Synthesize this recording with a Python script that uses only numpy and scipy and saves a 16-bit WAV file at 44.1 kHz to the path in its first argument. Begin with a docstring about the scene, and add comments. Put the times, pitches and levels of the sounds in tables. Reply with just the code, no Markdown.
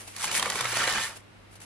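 """A heavy metal pan is pushed over the ashy floor of a brick oven, close to the microphones.
Grit breaks under it in thousands of tiny clicks that growl, grind and hiss. The pan catches on
the bricks, judders, rings faintly and comes to rest, and the oven's arched roof echoes briefly.
A sleeve rustles before and after, over a quiet room with a low hum."""
import sys
import numpy as np
from scipy import signal
from scipy.fft import rfft, irfft, next_fast_len
from scipy.io import wavfile

SR = 44100
rng = np.random.default_rng(int(sys.argv[2]) if len(sys.argv) > 2 else 0)


def master_out(mix):
    """Clip the mix to full scale and print it as 16-bit PCM to the path in sys.argv[1]."""
    frames = np.transpose(np.atleast_2d(mix))
    ceiling = np.clip(frames, -1, 1)
    pcm = np.round(ceiling * 32767).astype(np.int16)
    wavfile.write(sys.argv[1], SR, pcm)


N = 72765
T = np.arange(N) / SR
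FFT_SIZE = next_fast_len(N + 16384)
HZ = np.fft.rfftfreq(FFT_SIZE, 1 / SR)

# How loud the three parts of the scrape are. Each row: time in seconds, level in dB.
GRIND_LEVELS = [(.13, -54.5), (.19, -43.5), (.235, -36), (.295, -36.5), (.365, -34.5), (.41, -36),
                (.47, -35), (.495, -40), (.6, -33.5), (.685, -35), (.745, -31.5), (.775, -29.5),
                (.82, -27.5), (.855, -31), (.885, -29.5), (.915, -29.5), (.97, -30.5), (1.035, -32.5),
                (1.09, -42.5), (1.14, -50.5), (1.21, -85)]
HISS_LEVELS = [(.14, -58), (.175, -42.5), (.215, -35.5), (.243, -29), (.295, -44.5), (.335, -31),
               (.372, -23.5), (.412, -40.5), (.485, -40.5), (.53, -37), (.6, -37.5), (.64, -39),
               (.735, -34), (.765, -32.5), (.85, -36.5), (.89, -32.5), (.97, -38), (1.035, -32),
               (1.09, -42), (1.14, -53), (1.21, -60)]
GROWL_LEVELS = [(.16, -54.5), (.29, -45), (.36, -39), (.5, -40), (.61, -43), (.69, -47), (.8, -42),
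                (.91, -44), (.985, -36), (1.03, -55.5), (1.11, -47), (1.2, -93)]
# Their tone colours, from bass to treble. Each row: frequency in Hz, relative level in dB.
GRIND_COLOUR = [(100, -27), (400, -17), (750, -7.5), (1100, -0.5), (1400, -1), (1850, -1), (2350, -1.5),
                (2650, -4.5), (3050, -3.5), (4500, -6.5), (8000, -13.5), (16000, -73)]
HISS_COLOUR = [(500, -19.5), (2200, -2.5), (3600, -5.5), (5000, -4.5), (6500, -2.5), (8300, -3.5),
               (10400, -2), (11300, -7.5), (12500, -10), (14000, -24), (15700, -41)]
GROWL_COLOUR = [(20, -9), (70, -13), (150, -6.5), (190, 4), (270, -10.5), (370, -1.5), (500, -3.5),
                (800, 0), (1200, 1), (3000, -57), (16000, -84)]
# The notes the pan rings with. Each row: pitch in Hz, relative level in dB.
PAN_NOTES = [(738, -9), (975, -33), (1620, -8.5), (1798, -4.5), (1863, -10), (2063, -26), (2950, -7.5),
             (3114, -30), (3548, -32)]
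# How freely the pan rings. Each row: time in seconds, gain in dB.
RING_FREEDOM = [(.2, -18), (.7, -15.5), (.82, -6), (.93, -5.5), (1.1, -12)]
# The pan catches on the bricks. Each row: time in seconds, grinding in dB, hiss in dB,
# the rim's first and second pitch in Hz, ring level in dB.
CATCHES = [(.165, -48, -32.5, 1916, 1100, -55), (0.244, -31.5, -24.5, 1065, 894, -28),
           (.28, -42, -30.5, 2411, 1680, -33.5), (.316, -39, -26, 2282, 2960, -31),
           (0.352, -25.5, -24.5, 2254, 1336, -30), (0.3977, -27, -24, 3200, 1050, -27),
           (.428, -25.5, -22.5, 3680, 1134, -28), (.46, -26.5, -32, 1105, 1819, -27),
           (0.502, -27.5, -23, 1923, 1130, -31), (0.522, -29, -52, 1948, 1258, -36.5),
           (0.5575, -29.5, -28, 2293, 1022, -33), (0.593, -29, -36, 3100, 2000, -40),
           (0.6102, -26.5, -24.5, 3570, 1330, -27), (.645, -30, -30, 1076, 1945, -33.5),
           (0.656, -24.5, -47, 1320, 2200, -27.5), (.724, -31, -40, 1421, 2242, -33),
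           (0.772, -41, -23.5, 1884, 1367, -28), (.803, -27, -44, 1819, 1988, -28),
           (0.84, -29, -39, 1787, 1534, -26), (0.877, -20.5, -35, 510, 1612, -28),
           (0.887, -30, -42, 1862, 1636, -26.5), (0.9, -26.5, -31, 1851, 1300, -36),
           (0.953, -56, -35, 1625, 760, -29.5)]
# Heavier catches bump the oven floor. Each row: time in seconds, level in dB.
THUDS = [(0.429, -31.5), (0.465, -30.5), (.61, -33.5), (.653, -39.5), (0.732, -32), (0.77, -29),
         (.877, -29.5)]
# The tone of a bump. Each row: frequency in Hz, relative level in dB.
THUD_COLOUR = [(200, -23.5), (470, -3.5), (1000, -7.5), (4000, -57)]
# The pan sticks and slips. Each row: time in seconds, slips per second, level in dB.
JUDDER = [(.3, 113, -63), (0.364, 128, -50.5), (0.439, 58, -67), (0.559, 78, -67), (.612, 130, -47.5),
          (.7, 115, -49), (.77, 117, -46), (.84, 123, -54), (.91, 115, -52.5), (1.081, 123, -62)]
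# The oven's echo. Each row: frequency in Hz, seconds to fade by 60 dB.
ECHO_FADE = [(150, 0.4), (1500, 0.34), (5000, 0.22), (14000, 0.29)]
# The sleeve moves. Each row: peak time, rise and fall, all in seconds, then level in dB.
RUSTLES = [(.012, 0.027, 0.05, -43.5), (0.079, 0.0051, 0.012, -40), (.12, 0.07, 0.074, -47.5),
           (1.173, 0.017, 0.0078, -42.5), (1.544, 0.033, 0.01, -54.5), (1.556, 0.0025, 0.016, -48),
           (1.604, 0.0019, 0.0098, -46), (1.62, 0.0057, 0.016, -44), (1.638, 0.0066, 0.017, -48.5)]
# The tone of the cloth and of the room's air. Each row: frequency in Hz, relative level in dB.
CLOTH_COLOUR = [(60, -36), (400, 4.5), (1200, 2), (2700, 5), (3500, 0.5), (6000, 1), (7800, 2.5),
                (10300, 5.5), (11800, -3.5), (13500, -12), (15700, -31)]
AIR_COLOUR = [(20, -26), (45, -7.5), (75, -12.5), (180, -9), (400, -14), (900, -16.5), (2200, -19.5),
              (4000, -26.5), (7000, -35.5), (10500, -35.5), (12500, -45), (15500, -60)]
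# The room's hum. Each row: pitch in Hz, level in dB.
HUM = [(100, -58), (300, -70.5)]
# How alike left and right are. Each row: frequency in Hz, likeness (1 or more: same, -1: opposite).
PAN_LIKENESS = [(60, 6), (700, 0.83), (1800, 0.82), (2800, 0.27), (4500, 0.5), (6000, -0.64), (8500, 0),
                (11000, 0.22), (15000, 1.8)]
SLEEVE_LIKENESS = [(100, 0.62), (600, 0.069), (3000, 0.12), (12000, 0.46)]
AIR_LIKENESS = [(60, 1), (200, 0.14), (500, 0.043), (2000, 0.033)]
# How far the left side runs ahead. Each row: frequency in Hz, lead in radians.
PAN_AND_AIR_LEAD = [(60, 0.66), (1800, 0.093), (3300, 0.55), (4600, 1.2), (6300, 1.23), (10000, 1.85),
                    (15000, 5)]
SLEEVE_LEAD = [(100, -0.5), (1400, -1), (2600, 0.5), (12000, 4)]
# Which side the pan is louder on. Each row: frequency in Hz, left minus right in dB.
PAN_BALANCE = [(100, -0.2), (900, -1), (2600, -2), (4600, 0.5), (6200, -2.5), (7700, -0.5), (10300, 2),
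               (12000, -0.5)]

CATCH_RISE_S, CRUNCH_FALL_S, RIM_FALL_S, THUD_FALL_S = .002, .0027, .0043, .0045


def scrape():
    """The sliding pan crushes grit, which grinds, growls and hisses; the grinding shakes the pan."""
    grind = grains(per_second=9000, spread_db=2.5, clump_db=1.5) * level(GRIND_LEVELS)
    growl = grains(per_second=5000, spread_db=2.5, clump_db=1.5) * level(GROWL_LEVELS)
    hiss = grains(per_second=14000, spread_db=3.2, clump_db=1.9) * level(HISS_LEVELS)
    ring = pan_ring(grind * gain(np.interp(T, *np.transpose(RING_FREEDOM))))
    grit = colour(grind, GRIND_COLOUR) + colour(growl, GROWL_COLOUR) + colour(hiss, HISS_COLOUR)
    return shifting_contact(grit) + ring


def pan_ring(force, fade_s=.24, bend=.006):
    """Scraping sets the pan's notes ringing; their pitch wavers as the load bends the pan."""
    t = np.arange(SR // 2) / SR
    fade = gain(-60 * t / fade_s)
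    notes = sum(gain(db) * np.sin(2 * np.pi * hz * t) for hz, db in PAN_NOTES)
    one_tap = notes * fade * np.sqrt(2) / np.linalg.norm(fade)
    bent_time = T + np.cumsum(bend * drift(smooth_s=.03)) / SR
    return np.array([np.interp(bent_time, T, signal.fftconvolve(side, one_tap)[:N]) for side in force])


def shifting_contact(grit, patch_db=2.0, patch_s=.004, patch_hz=220):
    """The spots where the pan touches keep moving, so the scrape's tone shifts in small patches."""
    hz, t, spectrum = signal.stft(grit, SR, nperseg=512, noverlap=384)
    steps = np.arange(-12, 13)
    blur = np.outer(np.exp(-(steps * hz[1] / patch_hz) ** 2), np.exp(-(steps * t[1] / patch_s) ** 2))
    patches = normalise(signal.fftconvolve(rng.standard_normal(spectrum.shape[1:]), blur, "same"))
    spectrum *= normalise(gain(patch_db * patches))
    return signal.istft(spectrum, SR, nperseg=512, noverlap=384)[1][:, :N]


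def catches():
    """Each catch on the bricks is a sharp crunch of grit and a short ring; heavier ones also thud."""
    grind = sum(gain(db) * swell(s, CATCH_RISE_S, CRUNCH_FALL_S) for s, db, *_ in CATCHES)
    hiss = sum(gain(db) * swell(s, CATCH_RISE_S, CRUNCH_FALL_S) for s, _, db, *_ in CATCHES)
    thud = sum(gain(db) * swell(s, CATCH_RISE_S, THUD_FALL_S) for s, db in THUDS)
    layers = [(grind, GRIND_COLOUR), (hiss, HISS_COLOUR), (thud, THUD_COLOUR)]
    return sum(colour(burst * rng.standard_normal((2, N)), tone) for burst, tone in layers) + rim_rings()


def rim_rings(second_note_db=-3.5):
    """Each catch rings two notes of the pan's rim, which the load quickly muffles."""
    rings = np.zeros((2, N))
    for s, _, _, first_hz, second_hz, db in CATCHES:
        phase = rng.random((2, 2, 1))
        first = np.sin(2 * np.pi * (first_hz * T + phase[0]))
        second = gain(second_note_db) * np.sin(2 * np.pi * (second_hz * T + phase[1]))
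        loudness = gain(db) * swell(s - CATCH_RISE_S / 2, CATCH_RISE_S, RIM_FALL_S)
        rings += np.sqrt(2) * loudness * (first + second)
    return rings


def judder():
    """The pan sticks and slips fast enough to make a low drone."""
    times, slip_rates, db = np.transpose(JUDDER)
    slips_so_far = np.cumsum(np.interp(T, times, slip_rates)) / SR
    return np.sqrt(2) * level(np.c_[times, db]) * np.sin(2 * np.pi * slips_so_far)


def oven_echo(sound, patterns=12, echo_db=-10.5):
    """Adds the oven's short echo, blending several reflection patterns so it sounds smooth and even."""
    progress = T / T[-1] * (patterns - 1)
    echo = np.zeros((2, N))
    for pattern in range(patterns):
        share = np.sqrt(np.maximum(1 - abs(progress - pattern), 0))
        echo += signal.fftconvolve(sound * share, brick_reflections(), axes=1)[:, :N]
    return sound + gain(echo_db) * echo


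def brick_reflections(per_second=3000, gap_s=.002):
    """Sound bounces off the arched bricks as a dense, quickly fading pattern of clicks."""
    length = SR // 3
    bounces = random_clicks(per_second, length) * (np.arange(length) > gap_s * SR)
    hz, t, spectrum = signal.stft(bounces, SR, nperseg=256)
    fade = gain(-60 * t / look_up(ECHO_FADE, hz)[:, None])
    tail = signal.istft(spectrum * fade, SR, nperseg=256)[1]
    return tail / np.linalg.norm(tail, axis=1, keepdims=True)


def sleeve():
    """Knitted cloth brushes in short swishes."""
    motion = np.sqrt(sum((gain(db) * swell(s, rise, fall)) ** 2 for s, rise, fall, db in RUSTLES))
    fibres = grains(per_second=14000, spread_db=2.5, clump_db=.8, clump_s=.0041)
    return microphones(colour(motion * fibres, CLOTH_COLOUR), SLEEVE_LIKENESS, SLEEVE_LEAD)


def room(air_db=-53.5):
    """Soft, steady air and a low hum fill the room."""
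    air = microphones(colour(rng.standard_normal((2, N)), AIR_COLOUR), AIR_LIKENESS, PAN_AND_AIR_LEAD)
    hum = sum(np.sqrt(2) * gain(db) * np.sin(2 * np.pi * (hz * T + rng.random())) for hz, db in HUM)
    return gain(air_db) * air + hum


def microphones(pair, likeness, lead):
    """Blends two unrelated signals into what two microphones close together pick up."""
    first, second = rfft(pair, FFT_SIZE)
    blend = np.arccos(np.clip(look_up(likeness), -1, 1)) / 2
    shared, apart = np.cos(blend) * first, np.sin(blend) * second
    left, right = shared + apart, (shared - apart) * np.exp(-1j * look_up(lead))
    return irfft(np.array([left, right]), FFT_SIZE)[:, :N]


def grains(per_second, spread_db, clump_db, clump_s=.004):
    """Two streams of tiny clicks of uneven size that swell together in clumps."""
    sizes = gain(spread_db * np.minimum(rng.exponential(1, (2, N)), 4))
    return normalise(sizes * random_clicks(per_second, N) * gain(clump_db * drift(clump_s)))


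def random_clicks(per_second, length):
    """Two streams of equally strong clicks at random moments."""
    return rng.choice([-1., 1.], (2, length)) * (rng.random((2, length)) < per_second / SR)


def drift(smooth_s):
    """A smooth random wobble with a typical size of 1."""
    spectrum = rfft(rng.standard_normal(FFT_SIZE)) * np.exp(-(HZ * smooth_s) ** 2)
    return normalise(irfft(spectrum, FFT_SIZE)[:N])


def swell(peak_s, rise_s, fall_s):
    """Builds up to a peak and dies away."""
    t = T - peak_s
    return np.exp(-(np.minimum(t, 0) / rise_s) ** 2 - np.maximum(t, 0) / fall_s)


def level(rows):
    """Joins rows of seconds and dB into a volume curve, silent before and after."""
    return gain(np.interp(T, *np.transpose(rows), left=-120, right=-120))


def colour(sound, rows):
    """Shapes bass and treble while keeping the overall level of white noise."""
    return irfft(rfft(sound, FFT_SIZE) * normalise(gain(look_up(rows))), FFT_SIZE)[..., :N]


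def look_up(rows, hz=HZ):
    """Reads between a table's rows, with frequency spaced like musical pitch."""
    row_hz, values = np.transpose(rows)
    return np.interp(np.log(hz + 1), np.log(row_hz + 1), values)


def gain(db):
    """Turns decibels into a number to multiply by."""
    return 10 ** (np.asarray(db) / 20)


def normalise(x):
    """Scales a signal so its typical size (root mean square) is 1."""
    return x / np.sqrt(np.mean(abs(x) ** 2) + 1e-20)


def scene():
    """Mixes the pan in the oven, the sleeve and the room."""
    pan = microphones(oven_echo(scrape() + catches()), PAN_LIKENESS, PAN_AND_AIR_LEAD)
    balance = gain(np.outer([.5, -.5], look_up(PAN_BALANCE)))
    pan = irfft(rfft(pan, FFT_SIZE) * balance, FFT_SIZE)[:, :N]
    return pan + judder() + sleeve() + room()


def record(dry):
    """Cuts off the highest treble, above 15750 Hz."""
    low_pass = signal.firwin(511, 15750, window=("kaiser", 9), fs=SR)
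    return signal.oaconvolve(dry, low_pass[None], "same")


dry = scene()
out = record(dry)
master_out(out)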